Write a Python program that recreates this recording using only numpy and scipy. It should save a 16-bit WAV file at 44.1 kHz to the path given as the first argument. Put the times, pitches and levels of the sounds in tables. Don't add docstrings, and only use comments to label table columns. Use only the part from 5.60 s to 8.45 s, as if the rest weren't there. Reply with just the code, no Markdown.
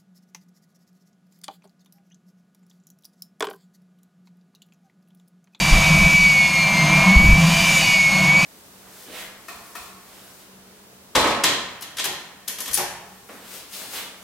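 import sys
import numpy as np
from scipy.fft import rfft, irfft, next_fast_len
from scipy.io import wavfile
from scipy.ndimage import uniform_filter1d, map_coordinates

SR = 44100
rng = np.random.default_rng(int(sys.argv[2]) if len(sys.argv) > 2 else 0)


def unload_audio(sound):
    columns = np.transpose(np.atleast_2d(sound))
    steps = np.round(np.clip(columns, -1, 1) * 32767)
    wavfile.write(sys.argv[1], SR, steps.astype(np.int16))


N = 125685

# t/s, level/dB
INTAKE_FLOW = [(0, -30.5), (.1, -28.5), (.55, -31.5), (1.05, -34), (1.5, -33), (1.6, -37), (1.74, -34),
               (1.92, -28.5), (2.2, -27), (2.42, -33), (2.66, -33), (2.74, -36), (2.85, -30.5)]
ROUGH_DB, ROUGH_HZ = 0.31, 28.27


def amp(db):
    return 10 ** (np.asarray(db) / 20)


def unit(x):
    return x / np.sqrt(np.mean(np.abs(x) ** 2) + 1e-20)


def curves(rows):
    knot_s, *columns = np.transpose(rows)
    t = np.arange(N) / SR
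    return [np.interp(t, knot_s, column) for column in columns]


def wobble(rate):
    knots = rng.standard_normal(2048)
    position = np.arange(N) * rate / SR
    return map_coordinates(knots, [position], mode="wrap")


def gate(start, end):
    swell_s = 0.034
    t = np.arange(N) / SR
    return np.clip(np.minimum(t - start, end - t) / swell_s + 0.5, 0, 1)


def filtered(x, response):
    padded = next_fast_len(N + SR // 4)
    spectrum = rfft(x, padded) * response(np.fft.rfftfreq(padded, 1 / SR))
    return irfft(spectrum, padded)[:N]


def noise(colour):
    f, db = np.transpose(colour)

    def response(hz):
        return amp(np.interp(np.log(hz + 1), np.log(f + 1), db))

    return unit(filtered(rng.standard_normal(N), response))


def steadied(x, size):
    power = np.abs(uniform_filter1d(x ** 2, size))
    return x / np.sqrt(power + 1e-6)


def wind():
    # t/s, level/dB
    buffet_level = [(.1, -31), (.16, -13), (.23, -31), (.46, -19.5), (.5, -33), (.68, -28.5), (.75, -50),
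                    (1.53, -56), (1.58, -18.5), (1.75, -14.5), (1.82, -33), (2.4, -46)]
    # f/Hz, density/dB per Hz
    buffet_colour = [(10, -2), (30, 0), (65, 1.5), (100, -7), (300, -24), (1000, -57)]
    # t/s, peak/dB, length/s (from the peak to 1/e of the envelope)
    thumps = [(0.134, -2, 0.015), (1.57, -1.5, 0.0091), (1.692, -4, 0.0087), (1.735, -8, 0.015)]
    cycles_per_length = 0.49
    t = np.arange(N) / SR
    level_db, = curves(buffet_level)
    out = amp(level_db) * steadied(noise(buffet_colour), size=4000)
    for peak_s, db, length_s in thumps:
        u = (t - peak_s) / length_s
        swing = np.exp(-u ** 2) * np.cos(2 * np.pi * cycles_per_length * u)
        out = out - amp(db) * swing
    return out


def exhaust():
    # t/s, roar level/dB, boom level/dB
    exhaust_levels = [(0, -24.5, -24.5), (.14, -21.5, -23.5), (.48, -25.5, -20), (.6, -30, -25.5),
                      (.92, -28, -31), (1.1, -25.5, -24.5), (1.3, -21, -23), (1.5, -21.5, -22.5),
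                      (1.67, -26.5, -18.5), (1.85, -24, -22), (2.1, -26, -26.5), (2.45, -29.5, -31.5),
                      (2.63, -23, -20), (2.75, -24.5, -26.5)]
    # f/Hz, density/dB per Hz
    roar_colour = [(20, -4.5), (220, 2.5), (265, -11.5), (313, -2), (380, -14.5), (480, -15), (541, 1),
                   (590, -10), (660, 6), (720, -2), (770, 3.5), (860, -5), (990, 5), (1400, -7), (2800, -4),
                   (15000, -52)]
    boom_colour = [(110, -43), (135, -17.5), (153, 4.5), (170, -5.5), (187, 1), (275, -38), (313, -17),
                   (370, -47.5)]
    # start/s, end/s, f/Hz, level/dB
    hums = [(0.237, 0.37, 156.6, -18.5), (1.22, 1.41, 152, -18.5), (1.257, 1.501, 313, -35.5),
            (1.465, 1.535, 187.2, -15), (1.78, 1.931, 165, -15.5), (1.795, 2.107, 670, -35)]
    t = np.arange(N) / SR
    roar_db, boom_db = curves(exhaust_levels)
    roar = amp(roar_db + ROUGH_DB * wobble(ROUGH_HZ)) * noise(roar_colour)
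    boom = amp(boom_db) * steadied(noise(boom_colour), size=2600)
    hum = np.zeros(N)
    for start, end, hz, db in hums:
        sine = np.sqrt(2) * np.sin(2 * np.pi * hz * t)
        hum += amp(db) * gate(start, end) * sine
    return roar + hum + boom


def intake():
    # f/Hz, density/dB per Hz
    hiss_colour = [(1000, -15), (2000, -1.5), (2380, 8.5), (2650, 3), (2830, 6.5), (3150, -4), (3800, 1),
                   (4150, -5), (4700, -0.5), (5600, -3), (6600, 0), (7400, -6.5), (15300, -19.5)]
    lift_db = 7
    treble_hz, treble_grows = 7400, 0.2
    flow_db, = curves(INTAKE_FLOW)
    hiss = noise(hiss_colour)
    treble = filtered(hiss, lambda hz: hz > treble_hz)
    body = hiss - treble
    bright = body + treble * amp(treble_grows * (flow_db - flow_db.mean()))
    return amp(flow_db + lift_db + ROUGH_DB * wobble(ROUGH_HZ)) * bright


def compressor():
    # t/s, f/Hz
    whine_pitch = [(0, 2303), (.1, 2322), (.22, 2291), (.34, 2278), (.52, 2298), (.62, 2279), (.8, 2215),
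                   (1.0, 2158), (1.2, 2110), (1.3, 2136), (1.55, 2227), (1.8, 2323), (1.95, 2358),
                   (2.05, 2347), (2.3, 2253), (2.52, 2185), (2.62, 2201), (2.85, 2302)]
    # t/s, level/dB
    first_level = [(0, -26.5), (.16, -19.5), (.46, -16.5), (.66, -14), (.84, -16), (.9, -23), (.99, -18),
                   (1.05, -31.5), (1.18, -19.5), (1.29, -26.5), (1.52, -14.5), (1.68, -14.5), (1.82, -23.5),
                   (1.86, -32.5), (2.03, -19), (2.19, -20), (2.23, -28), (2.27, -18.5), (2.44, -14),
                   (2.51, -21.5), (2.77, -12.5), (2.85, -24)]
    second_level = [(.17, -49), (.25, -25.5), (.66, -27), (.95, -24), (1.04, -17.5), (1.24, -28),
                    (1.37, -15.5), (1.55, -37.5), (1.71, -25), (1.8, -55), (2.1, -51), (2.2, -26),
                    (2.44, -25.5), (2.67, -32.5), (2.83, -23)]
    upper_orders = [27, 42, 48, 63, 84]
    slow_levels = [-42, -35, -41, -34.5, -48.5]
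    fast_levels = [-42, -40.5, -51.5, -46.5, -54]
    # start/s, end/s, multiple of the shaft speed, level/dB
    flares = [(0, 0.15, 42, -31.5), (0.565, 0.906, 27, -33.5), (.59, 0.752, 42, -32.5),
              (.65, 0.813, 46, -43), (0.817, 0.89, 33, -36), (1.12, 1.207, 121, -51),
              (1.907, 2.09, 27, -29.5), (1.933, 2.037, 42, -30), (2.11, 2.19, 63, -31),
              (2.183, 2.372, 27, -26.5), (2.214, 2.277, 42, -26.5), (2.26, 2.42, 46, -36),
              (2.76, 2.823, 42, -30.5)]
    # multiple of the shaft speed, width/Hz, level over the flow curve/dB
    skirts = [(21.33, 56, 0.5)]
    first_blades, second_blades = 21, 23
    flutter_db, flutter_hz = 1.39, 45.4
    phase_wander = 0.1
    fade_db, fades_per_s = 2.5, 13

    whine_hz = uniform_filter1d(curves(whine_pitch)[0], size=2205)
    shaft = 2 * np.pi * np.cumsum(whine_hz) / first_blades / SR

    def tone(order, gain):
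        wander = phase_wander * order / first_blades * wobble(flutter_hz)
        flutter = amp(flutter_db * wobble(flutter_hz))
        return np.sqrt(2) * gain * flutter * np.sin(order * shaft + wander)

    def skirt(order, width_hz, db):
        def slow_noise():
            return unit(filtered(rng.standard_normal(N), lambda hz: 1 / (1 + (hz / width_hz) ** 2)))

        smear = slow_noise() * np.cos(order * shaft) + slow_noise() * np.sin(order * shaft)
        return amp(db + curves(INTAKE_FLOW)[0]) * smear

    first = tone(first_blades, amp(curves(first_level)[0]))
    second = tone(second_blades, amp(curves(second_level)[0]))
    gains = {}
    for order, slow_db, fast_db in zip(upper_orders, slow_levels, fast_levels):
        db = np.interp(whine_hz, [whine_hz.min(), whine_hz.max()], [slow_db, fast_db])
        gains[order] = amp(db + fade_db * wobble(fades_per_s))
    for start, end, order, db in flares:
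        flare = amp(db) * gate(start, end)
        gains[order] = np.maximum(gains.get(order, 0), flare)
    upper = sum(tone(order, gain) for order, gain in gains.items())
    return first + second + upper + sum(skirt(*row) for row in skirts)


def scene():
    mono = wind() + exhaust() + intake() + compressor()
    return np.array([mono, mono])


def record(dry):
    top_hz = 15350
    held = dry / (1 + np.abs(dry) ** 8) ** (1 / 8)
    return np.array([filtered(channel, lambda hz: hz < top_hz) for channel in held])


dry = scene()
out = record(dry)
unload_audio(out)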